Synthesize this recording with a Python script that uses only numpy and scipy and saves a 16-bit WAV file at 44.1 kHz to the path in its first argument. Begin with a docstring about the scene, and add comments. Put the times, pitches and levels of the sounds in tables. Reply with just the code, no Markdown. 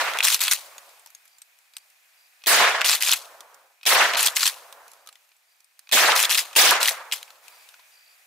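"""A pump shotgun fires five times in a brushy clearing; the first roar is already under way at the start.
Blast echoes are shaped stereo noise: bright from the near brush, duller from the trees beyond.
The racked steel action is noise bursts, rings and chatter; shells and twigs tick in the same steel-toned way.
A cricket chirps in pulsed tones over a hush of leaves and a faint noise band of far frogs."""
import sys
import numpy as np
from scipy import signal
from scipy.fft import rfft, irfft, next_fast_len
from scipy.io import wavfile
from scipy.ndimage import uniform_filter1d, map_coordinates

SR = 44100
rng = np.random.default_rng(int(sys.argv[2]) if len(sys.argv) > 2 else 0)


def ratio(d):
    """dB to gain"""
    e = np.asarray(d, float) / 20
    return 10 ** e


def waveform_to_disk(signal):
    """Save audio, clipped to [-1, 1], as 16-bit WAV at the path in sys.argv[1]."""
    frames = np.transpose(np.atleast_2d(signal))
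    scaled = np.clip(frames, -1, 1) * 32767
    samples = np.round(scaled).astype(np.int16)
    wavfile.write(sys.argv[1], SR, samples)


N = 364266
TIME = np.arange(N) / SR  # seconds


def unit(x):
    """Scaled to rms 1."""
    return x / np.sqrt(np.mean(x ** 2) + 1e-20)


def along(points, hz):
    """(Hz, value) points read on a log frequency axis."""
    f, v = np.transpose(points)
    return np.interp(np.log(hz + 1), np.log(f + 1), v)


def level(start, after_s, db, fade):
    """Gain per sample: silent before start, then dB at the given delays, then dying at fade dB a second."""
    age = TIME - start
    dying_db = fade * np.maximum(age - after_s[-1], 0)
    return (age >= 0) * ratio(np.interp(age, after_s, db) - dying_db)


def wobble(rate):
    """A smooth random curve, rate knots a second."""
    knots = rng.standard_normal(int(N * rate / SR) + 4)
    return map_coordinates(knots, [TIME * rate])


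def filtered(x, response):
    """x passed through a response of frequency, which may be complex."""
    m = next_fast_len(N + SR // 2)
    return irfft(rfft(x, m) * response(np.fft.rfftfreq(m, 1 / SR)), m)[..., :N]


def rush(tone, alike, lo_hz, hi_hz, patchy_db):
    """Toned stereo noise in patches of random gain; its middle has rms 1 between lo_hz and hi_hz."""
    z = signal.stft(rng.standard_normal((2, N)), nperseg=256)[2]
    field = uniform_filter1d(rng.standard_normal(z.shape[1:]), size=5, axis=0)
    field = uniform_filter1d(field, size=5, axis=1)
    pair = signal.istft(z * ratio(patchy_db * unit(field)), nperseg=256)[1][:, :N]

    def mid_side(hz):
        # half the angle whose cosine is the left-right correlation
        turn = np.arccos(np.clip(along(alike, hz), -1, 1)) / 2
        return ratio(along(tone, hz)) * np.array([np.cos(turn), np.sin(turn)])

    mid, side = filtered(pair, mid_side)
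    band = filtered(mid, lambda hz: (hz > lo_hz) & (hz < hi_hz))
    return np.array([mid + side, mid - side]) / np.sqrt(np.mean(band ** 2))


# Moments of the blasts, in seconds; the first goes off just before the start.
BLAST_S = [-.17, 2.469, 3.862, 5.922, 6.561]
# How the aim of each blast wakes the clearing. Each row: drive in dB of the trees, of the far tree line
# and of the brush, brush hold in seconds, brush fade in dB per second.
BLAST_AIM = [(-25, -48.5, -24.5, 0.17, 171.5), (-20.5, -46.5, -15.5, 0.15, 126),
             (-22, -46.5, -16.5, 0.18, 181.5), (-23.5, -47, -14.5, .2, 408), (-26, -55.5, -11, 0.15, 270)]
# The near trunks answer every blast alike. Each row: seconds after the blast, dB added to the trees' drive.
TRUNK_ANSWER = [(0, -20), (0.059, -3), (.12, -4.5), (.165, 1), (0.201, -5.5), (0.302, -10), (.46, -21),
                (0.679, -33.5)]
# A far tree line returns late. 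Each row: seconds after the blast, dB added to the far tree line's drive.
FAR_LINE_ANSWER = [(.5, -29.5), (.75, -8), (.92, -5), (1.06, -9.5), (1.2, -16.5), (1.35, -34)]
# Colour of the tree echoes before their treble is lost. Each row: frequency in Hz, relative density in dB.
TRUNK_COLOUR = [(24, -73.5), (40, -35.5), (149, -44.5), (352, -20.5), (554, -3.5), (607, -5.5), (664, -1.5),
                (761, -2), (977, 0.5), (1800, 2), (9000, -23), (11700, -49), (19800, -120)]
# Colour of the brush echoes at their brightest. Each row: frequency in Hz, relative density in dB.
BRUSH_COLOUR = [(24, -78.5), (40, -49), (272, -15.5), (702, -2.5), (1370, -14), (1720, -0.5), (2000, -2),
                (3630, -0.5), (7860, -4), (15400, -7.5)]
# Stereo width of the echo noise. Each row: frequency in Hz, left-right correlation (1 is mono).
ECHO_WIDTH = [(60, 1), (300, 0.99), (600, 0.96), (1650, .63), (4970, .06), (15000, .04)]
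ECHO_FADE_DB_PER_S = 80
BRUSH_RISE_S, BRUSH_RISE_DB, BRUSH_SAG_DB_PER_S = 0.006, 5, 36


def tree_echoes(age):
    """The roar is randomly lumpy; the longer the path, the more treble the air and leaves take."""
    after_s, answer_db = np.transpose(TRUNK_ANSWER)
    late_s, late_db = np.transpose(FAR_LINE_ANSWER)
    gain = 0
    for s, (trees_db, far_db, *_) in zip(BLAST_S, BLAST_AIM):
        gain = gain + level(s, after_s, trees_db + answer_db, ECHO_FADE_DB_PER_S)
        gain = gain + level(s + late_s[0], late_s - late_s[0], far_db + late_db, ECHO_FADE_DB_PER_S)
    early = rush(TRUNK_COLOUR, ECHO_WIDTH, 400, 1116, patchy_db=2.0)
    late = filtered(early, lambda hz: (1 + (450 / (hz + 300)) ** 2) / (1.3 + (hz / 1350) ** 4))
    share = np.clip((age - 0.2) / 0.45, 0, 1)  # the dull noise takes over, and the lumps smooth out
    lumps = ratio(2.37 * (1 - 0.9 * share) * wobble(70))
    trees = gain * lumps * (early + share * (late - early))
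    return trees * ratio([[-0.4], [0.4]])  # leans to the right


def brush_echoes(age):
    """Bright noise leaps up with each blast, sags, then fades, losing treble as it ages."""
    gain = 0
    for s, (*_, db, hold, fade) in zip(BLAST_S, BLAST_AIM):
        course_db = [db - BRUSH_RISE_DB, db, db - BRUSH_SAG_DB_PER_S * hold]
        gain = gain + level(s, [0, BRUSH_RISE_S, hold], course_db, fade)
    near = rush(BRUSH_COLOUR, ECHO_WIDTH, 2400, 21000, patchy_db=3.3)
    behind = 1.3 * filtered(near, lambda hz: 1 / (1 + (hz / 7500) ** 2))
    share = np.clip((age - 0.035) / 0.12, 0, 0.8)
    return gain * ratio(0.55 * wobble(150)) * (near + share * (behind - near))


def echoes():
    """The roar of tree and brush echoes, dulling with the time since the latest blast."""
    shots = np.array(BLAST_S)
    age = TIME - shots[np.searchsorted(shots[1:], TIME)]
    return tree_echoes(age) + brush_echoes(age)


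# The evening air. Each row: time in seconds, gain in dB of the leaves, gain in dB of the far frogs,
# both before their slow wavering.
EVENING_AIR = [(0, -41.5, -69.5), (1.1, -61, -71), (1.5, -66, -70), (2.4, -61.5, -66), (3.6, -80.5, -72),
               (5.301, -69, -74), (5.45, -70, -74.5), (5.9, -65.5, -72), (7.41, -65, -68.5),
               (7.45, -55.5, -60.5), (7.7, -56, -62.5), (7.85, -59.5, -61.5), (8.26, -60.5, -63.5)]
# Colour of the leaves and of the blast tails. Each row: frequency in Hz, relative density in dB.
AIR_COLOUR = [(35, -66.5), (60, -45.5), (81, -31), (183, -31.5), (253, -34.5), (597, -11), (719, -6.5),
              (1090, -7.5), (2140, -5.5), (2460, -3.5), (2900, -7.5), (10400, -12), (14400, -13),
              (15400, -14.5)]
# Stereo width of the same noise. Each row: frequency in Hz, left-right correlation (1 is mono).
AIR_WIDTH = [(60, 0.93), (240, 0.62), (950, 0.13), (3770, 0.27), (15000, 1)]
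# a broadband tail of each blast lingers, then fades; the dB adds to that blast's far tree line drive
TAIL_DB, TAIL_HOLD_S, TAIL_DB_PER_S = -8, 0.72, 20.5


def air():
    """A hush of leaves and a broadband tail of each blast, with a band of far frogs below and near 2.5 kHz."""
    air_s, leaves_db, frogs_db = np.transpose(EVENING_AIR)
    leaves = level(0, air_s, leaves_db, fade=0)
    tail = sum(level(s, [0, TAIL_HOLD_S], [far_db + TAIL_DB] * 2, TAIL_DB_PER_S)
               for s, (_, far_db, *_) in zip(BLAST_S, BLAST_AIM))
    hush = ratio(0.8 * wobble(8.1)) * rush(AIR_COLOUR, AIR_WIDTH, 2100, 15000, patchy_db=1.2)

    def frog_band(hz):
        peak = 1 / (1 + ((hz - 2480) / 120) ** 2)
        plateau = 0.62 / (1 + ((hz - 2050) / 600) ** 6)
        return peak + plateau

    frogs = unit(filtered(rng.standard_normal((2, N)), frog_band))
    frog_gain = level(0, air_s, frogs_db, fade=0) * ratio(1.1 * wobble(0.81) + 1.5 * wobble(25))
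    return np.hypot(leaves, tail) * hush + frog_gain * frogs


# Resonances of receiver and barrel. Each row: centre in Hz, width in Hz, strength in dB over the background.
STEEL_MODES = [(1190, 600, -15.5), (2525, 59, -12.5), (3460, 170, -11.5), (4100, 160, -5),
               (6040, 250, -13.5), (7260, 510, -14.5), (10800, 400, -22.5)]


def modes(f):
    """The steel's resonances over a broad background."""
    return 1 + sum(ratio(db) * 1j * f * w / (c * c - f * f + 1j * f * w) for c, w, db in STEEL_MODES)


# The fore-end goes back, forward, and the bolt locks. Each row: start in seconds, length in seconds,
# drive in dB at the start, drive in dB at the end.
PUMP_STROKES = [(0.231, 0.11, -19, -23.5), (0.404, 0.094, -21, -32.5), (0.503, 0.013, -40.5, -17.5),
                (2.843, 0.1, -21.5, -20.5), (3.004, 0.084, -29, -22.5), (3.105, 0.029, -27, -24.5),
                (4.167, 0.098, -24, -21), (4.351, .085, -29.5, -24), (4.454, 0.023, -17, -24.5),
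                (6.151, .096, -18, -25), (6.297, 0.054, -20.5, -23), (6.373, 0.02, -15.5, -24),
                (6.802, 0.091, -27.5, -23), (7.121, .005, -23, -25)]
STROKE_RISE_S, STROKE_RISE_DB, STROKE_STOP_DB_PER_S = 0.0027, 16, 562
STROKE_ECHO_DB, STROKE_ECHO_DB_PER_S = -14, 145.5  # the brush throws the clatter back


def slide():
    """Gain of the sliding fore-end: a quick start, the stroke, a hard stop and a short echo."""
    gain = 0
    for s, length, db0, db1 in PUMP_STROKES:
        course_s = [0, STROKE_RISE_S, STROKE_RISE_S + length]
        gain = gain + level(s, course_s, [db0 - STROKE_RISE_DB, db0, db1], STROKE_STOP_DB_PER_S)
        gain = gain + level(s + length, [0], [db1 + STROKE_ECHO_DB], STROKE_ECHO_DB_PER_S)
    return gain


def rattles():
    """Loose parts knock about every 11 ms while the slide moves, each ringing on a chance resonance."""
    rows = []
    spread_db = 2.5
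    for start, length, db0, db1 in PUMP_STROKES:
        gap, body, treble, pick = rng.standard_normal((16, 4)).T
        after = np.cumsum(0.011 * np.exp(0.4 * gap))
        db = db0 + (db1 - db0) * after / length
        mode = np.clip(np.round(2.3 + 1.3 * pick), 1, 5).astype(int)
        hz = np.array(STEEL_MODES)[mode, 0]
        rattle = zip(start + after, db + spread_db * body, db + spread_db * treble, hz)
        rows += [row for row in rattle if row[0] < start + length]
    return rows


# Hard clacks of bolt, carrier and shell. Each row: start in seconds, body drive in dB, treble drive in dB,
# ring of the struck part in Hz.
BOLT_CLACKS = [(0.1354, -19, -25, 2100), (0.172, -20, -23.5, 2720), (0.187, -14.5, -14, 3350),
               (0.1984, -23, -36, 2810), (0.2049, -8, -21.5, 2450), (0.2274, -12.5, -20, 3310),
               (0.2424, -19, -30, 2560), (0.2504, -18, -9, 3380), (0.2774, -18, -17, 2940),
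               (0.2834, -8.5, -4, 2760), (0.3014, -21, -15, 3810), (0.3222, -24, -16, 4930),
               (0.3356, -38, -11, 4220), (0.3444, -8, -1, 4240), (0.3925, -26, -23.5, 3700),
               (0.4105, -27, -20, 3740), (0.4155, -22, -9.5, 3280), (0.4256, -33, -23, 4140),
               (0.4364, -21, -10, 3790), (0.4494, -23, -33.5, 6760), (0.4714, -16.5, -29, 3340),
               (0.4798, -9, -17.5, 3320), (0.5122, -11, -5.5, 5640), (0.5234, -14, -13.5, 3270),
               (0.5334, -17, -7.5, 3820), (2.81, -10.5, -22, 2760), (2.8154, -6, -15.5, 2600),
               (2.8444, -14, -29.5, 2920), (2.8604, -13, -15, 4400), (2.8893, -12.5, -18.5, 2620),
               (2.8954, -7.5, -13, 4100), (2.9144, -15, -19, 3780), (2.9304, -25, -20, 3530),
               (2.9417, -28, -24.5, 4070), (2.9504, -15.5, -17, 4440), (3.0084, -24, -26, 4000),
               (3.0235, -13.5, -4.5, 3700), (3.0324, -12.5, -15.5, 3320), (3.0484, -29.5, -16.5, 2630),
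               (3.0739, -13, -23, 3470), (3.0859, -15.5, -16.5, 3800), (3.0924, -8.5, -23, 3650),
               (3.1108, -12, -22, 3120), (3.1154, -21, -4.5, 5800), (3.1243, -4.5, -19, 3110),
               (3.1334, -13.5, -9.5, 2860), (4.1354, -12.5, -21, 2500), (4.1474, -13.5, -19.5, 1980),
               (4.1544, -11.5, -33.5, 2520), (4.1704, -20, -32, 3180), (4.1934, -20, -24.5, 6500),
               (4.2034, -24, -15, 10400), (4.2218, -18, -25.5, 5930), (4.2288, -15, -6.5, 4260),
               (4.2614, -12.5, -4.5, 8060), (4.2717, -12.5, -8.5, 3900), (4.2829, -14, -21.5, 4370),
               (4.3605, -31, -13.5, 6450), (4.366, -13.5, -7, 2110), (4.3704, -11, -19, 2890),
               (4.3969, -23.5, -19.5, 3020), (4.4308, -7.5, -24, 3430), (4.4568, -19.5, -20.5, 5800),
               (4.4662, -10.5, -11, 3080), (4.4754, -9.5, -6.5, 3120), (6.1192, -4.5, -22, 2150),
               (6.1634, -23, -23, 5600), (6.1774, -39, -23.5, 2550), (6.1924, -21, -18, 2030),
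               (6.2014, -19, -5, 2370), (6.2274, -17, -7, 10000), (6.2367, -10.5, -24.5, 2520),
               (6.2514, -13, -15, 4050), (6.2944, -12, -17.5, 4130), (6.3001, -26, -32, 4300),
               (6.3106, -13, -27, 4100), (6.3464, -20, -8, 3820), (6.352, -8, -28, 2660),
               (6.3754, -29, -29, 5730), (6.3844, -23, -21, 3370), (6.3894, -17, -7.5, 2750),
               (6.7084, -21, 1.5, 2050), (6.8134, -14, -32, 2660), (6.8294, -7.5, -7.5, 4050),
               (6.8568, -10.5, -22.5, 3740), (6.8764, -24, -7, 5930), (6.8828, -8, -10, 3220),
               (6.8904, -18, -7, 4050), (7.1144, -27, -30, 2420), (7.1222, -18, -23.5, 5040),
               (7.1344, -21, -18, 3270), (7.2285, -27, -27, 4040)]
# Trigger take-up, sear and hammer. Each row: body drive in dB, treble drive in dB, 60 dB decay in seconds.
TRIGGER_CLICKS = [(-41, -60, .025), (-34, -39, .06), (-22, -25, .04)]
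# How far those three lead every blast but the first, in seconds.
TRIGGER_BEFORE_S = [.05, .031, .008]
# Twigs, spent shells and hands. Each row: start in seconds, body drive in dB, treble drive in dB,
# ring in Hz, left over right in dB.
GRASS_TICKS = [(0.781, -32, -31, 6740, -2), (0.892, -53, -44, 1090, 10), (0.995, -62, -42, 8520, 1.5),
               (1.061, -40, -33, 920, 2.0), (1.072, -46, -40, 5840, -0.5), (1.103, -47, -41, 11800, -4),
               (1.149, -47, -31.5, 6500, 3), (1.254, -50.5, -44, 11600, 1), (1.278, -54, -42, 2260, -0.5),
               (1.384, -49, -40, 7300, -2.5), (1.418, -43, -31.5, 8300, 2.0), (1.588, -62, -50, 1730, 14),
               (1.736, -47, -43, 4900, 0.0), (1.767, -29.5, -25, 8100, -0.5), (1.782, -51, -36, 4830, 3),
               (1.901, -65, -45, 2410, 3.5), (3.406, -36.5, -30, 1180, 0), (3.544, -54, -37, 802, -3),
               (4.726, -34.5, -31.5, 1120, 0), (4.88, -49, -38, 845, -3), (4.916, -52, -40.5, 10500, -8),
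               (4.934, -49, -38, 1310, 0), (5.062, -44, -44, 1220, 2.0), (5.073, -37, -32, 1280, -1.0),
               (5.089, -35.5, -36, 1260, -0.5), (5.127, -46, -40.5, 7570, -1),
               (5.155, -43.5, -44, 1984, 2.0), (5.248, -56, -58, 2730, 1.0), (5.29, -60, -50, 2740, -1),
               (5.317, -51, -57, 2410, 1.0), (5.365, -62, -52, 7740, -3), (5.604, -56, -44, 4610, -4),
               (5.644, -64, -46, 8830, 7), (5.711, -59, -66, 2480, 5.5), (5.792, -44, -32, 4900, -5),
               (7.278, -45, -68, 2500, 1.5), (7.304, -38, -40, 1340, 3.5), (7.356, -45, -64, 966, 4),
               (7.481, -43, -36, 2500, 11), (7.689, -41.5, -37, 3700, 5), (7.741, -38, -57, 1450, 3.5),
               (7.794, -41.5, -63, 1005, 4)]


def knocks():
    """All contacts as rows: start s, body dB, treble dB, ring Hz, 60 dB decay s, left over right dB."""
    gun = list(BOLT_CLACKS) + rattles()
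    life, pan = rng.random((400, 2)).T
    rows = [(*row, 0.021 * (0.56 + 0.9 * a), 1 + (2 * p - 1)) for row, a, p in zip(gun, life, pan)]
    for s in BLAST_S[1:]:
        for lead, (body, treble, t60) in zip(TRIGGER_BEFORE_S, TRIGGER_CLICKS):
            rows.append((s - lead, body, treble, STEEL_MODES[1][0], t60, 1))
    return rows + [(s, body, treble, hz, 0.035, pan_db) for s, body, treble, hz, pan_db in GRASS_TICKS]


# Colour of the steel noise before its resonances. Each row: frequency in Hz, relative density in dB.
STEEL_COLOUR = [(24, -87.5), (40, -55), (358, -27), (437, -32), (483, -26), (775, -14), (1050, -9.5),
                (1720, -6.5), (2560, -1), (12600, -5), (15400, -10)]
# Stereo width of the steel noise. Each row: frequency in Hz, left-right correlation (1 is mono).
STEEL_WIDTH = [(200, 1), (1650, 1), (5000, 0.59), (15000, 0.36)]
# A thin ring left by the last slam of the bolt: start in seconds, pitch in Hz, level in dB,
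# 60 dB decay in seconds.
BARREL_RING = (7.125, 2067, -39, .17)
RING_DB, TREBLE_DIES_DB_PER_S = -6.5, 700


def action():
    """Each knock is a dying burst through the steel plus one ring; the slide chatters between knocks."""
    steel = unit(filtered(rush(STEEL_COLOUR, STEEL_WIDTH, 1500, 15000, patchy_db=2.33), modes))
    body = filtered(steel, lambda hz: 1 / (1 + (hz / 5000) ** 6))
    treble = steel - body
    thud, tick, ring = np.zeros((3, 2, N + SR))
    t = np.arange(SR // 10) / SR
    for s, body_db, treble_db, hz, t60, pan_db in knocks():
        sides = ratio([[pan_db / 2], [-pan_db / 2]])
        decay = 0.4 * ratio(-60 * t / t60) + 0.6 * ratio(-60 * t / 0.006)  # a hard first contact, then the body
        shape = decay * (1 - np.exp(-t / 0.0004)) * sides
        span = slice(round(s * SR), round(s * SR) + len(t))
        thud[:, span] += ratio(body_db) * shape
        tick[:, span] += ratio(treble_db - TREBLE_DIES_DB_PER_S * t) * shape
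        ring_db = (body_db if hz < 5000 else treble_db) + RING_DB
        ring[:, span] += ratio(ring_db - 60 * t / t60) * sides * np.sin(2 * np.pi * hz * t)
    blows = unit(body) * thud[:, :N] + unit(treble) * tick[:, :N] + ring[:, :N]
    flutter = ratio(1.9 * wobble(500) + 1.1 * wobble(90))
    chatter = steel * slide() * flutter * ratio([[1.1], [-1.1]])

    def radiated(hz):
        # small steel parts radiate little bass; the gun is nearer the left microphone, which hears it first
        lead = np.exp(1j * np.pi * hz * 0.000013 * np.array([[1], [-1]]))
        return lead * (1j * hz / (350 + 1j * hz)) ** 2

    s, hz, db, t60 = BARREL_RING
    barrel = (TIME > s) * ratio(db - 60 * np.abs(TIME - s) / t60) * np.sin(2 * np.pi * hz * TIME)
    return filtered(blows + chatter, radiated) + barrel


# Cricket chirps. Each row: start in seconds, length in seconds, drive in dB before fade and flutter.
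CRICKET_CHIRPS = [(.86, .074, -61), (1.29, .1, -61), (1.73, .1, -58), (2.169, .11, -58), (5.0, .066, -65),
                  (5.478, .1, -64), (7.5, .14, -55), (7.916, .24, -54)]
CHIRP_HZ, CHIRP_SAG_HZ_PER_S, CHIRP_FADE_DB_PER_S, PULSES_PER_S = 4770, 600, 12, 58


def cricket():
    """Trains of slightly rough tone pulses that tire in level and sag in pitch."""
    starts = np.array([row[0] for row in CRICKET_CHIRPS])
    age = np.clip(TIME - starts[np.searchsorted(starts[1:], TIME)], 0, 0.3)
    train = 0
    for s, length, db in CRICKET_CHIRPS:
        swell = np.sin(np.pi * np.clip((TIME - s) / length, 0, 1)) ** 0.18
        pulses = np.sin(np.pi * PULSES_PER_S * (TIME - s)) ** 2
        train = train + ratio(db) * swell * pulses
    pitch = CHIRP_HZ - CHIRP_SAG_HZ_PER_S * age + 100 * wobble(500)
    phase = 2 * np.pi * np.cumsum(pitch) / SR
    sides = np.array([np.sin(phase), 1.2 * np.sin(phase + 0.59)])
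    return train * ratio(2.4 * wobble(56) - CHIRP_FADE_DB_PER_S * age) * sides


def scene():
    """Blast echoes, the evening around them, the gun's steel and the cricket."""
    return echoes() + air() + action() + cricket()


def roll_off(x):
    """The treble ends steeply here."""
    return signal.sosfilt(signal.butter(12, 16810, fs=SR, output="sos"), x)


def record(dry):
    """Peaks bend softly at the camera's ceiling; its microphones fall away steeply at the top of the treble."""
    loudness = np.sqrt(np.abs(uniform_filter1d(np.mean(dry ** 2, axis=0), size=400)))
    held = dry / (1 + (loudness / ratio(-14)) ** 2) ** 0.25  # a fast limiter evens out the roar
    bent = held / (1 + np.abs(held / 0.91) ** 4) ** (1 / 4)
    heard = filtered(bent, lambda hz: ratio(np.interp(hz, [15600, 15800, 16800], [0, -32, -55])))
    return roll_off(heard)


dry = scene()
out = record(dry)
waveform_to_disk(out)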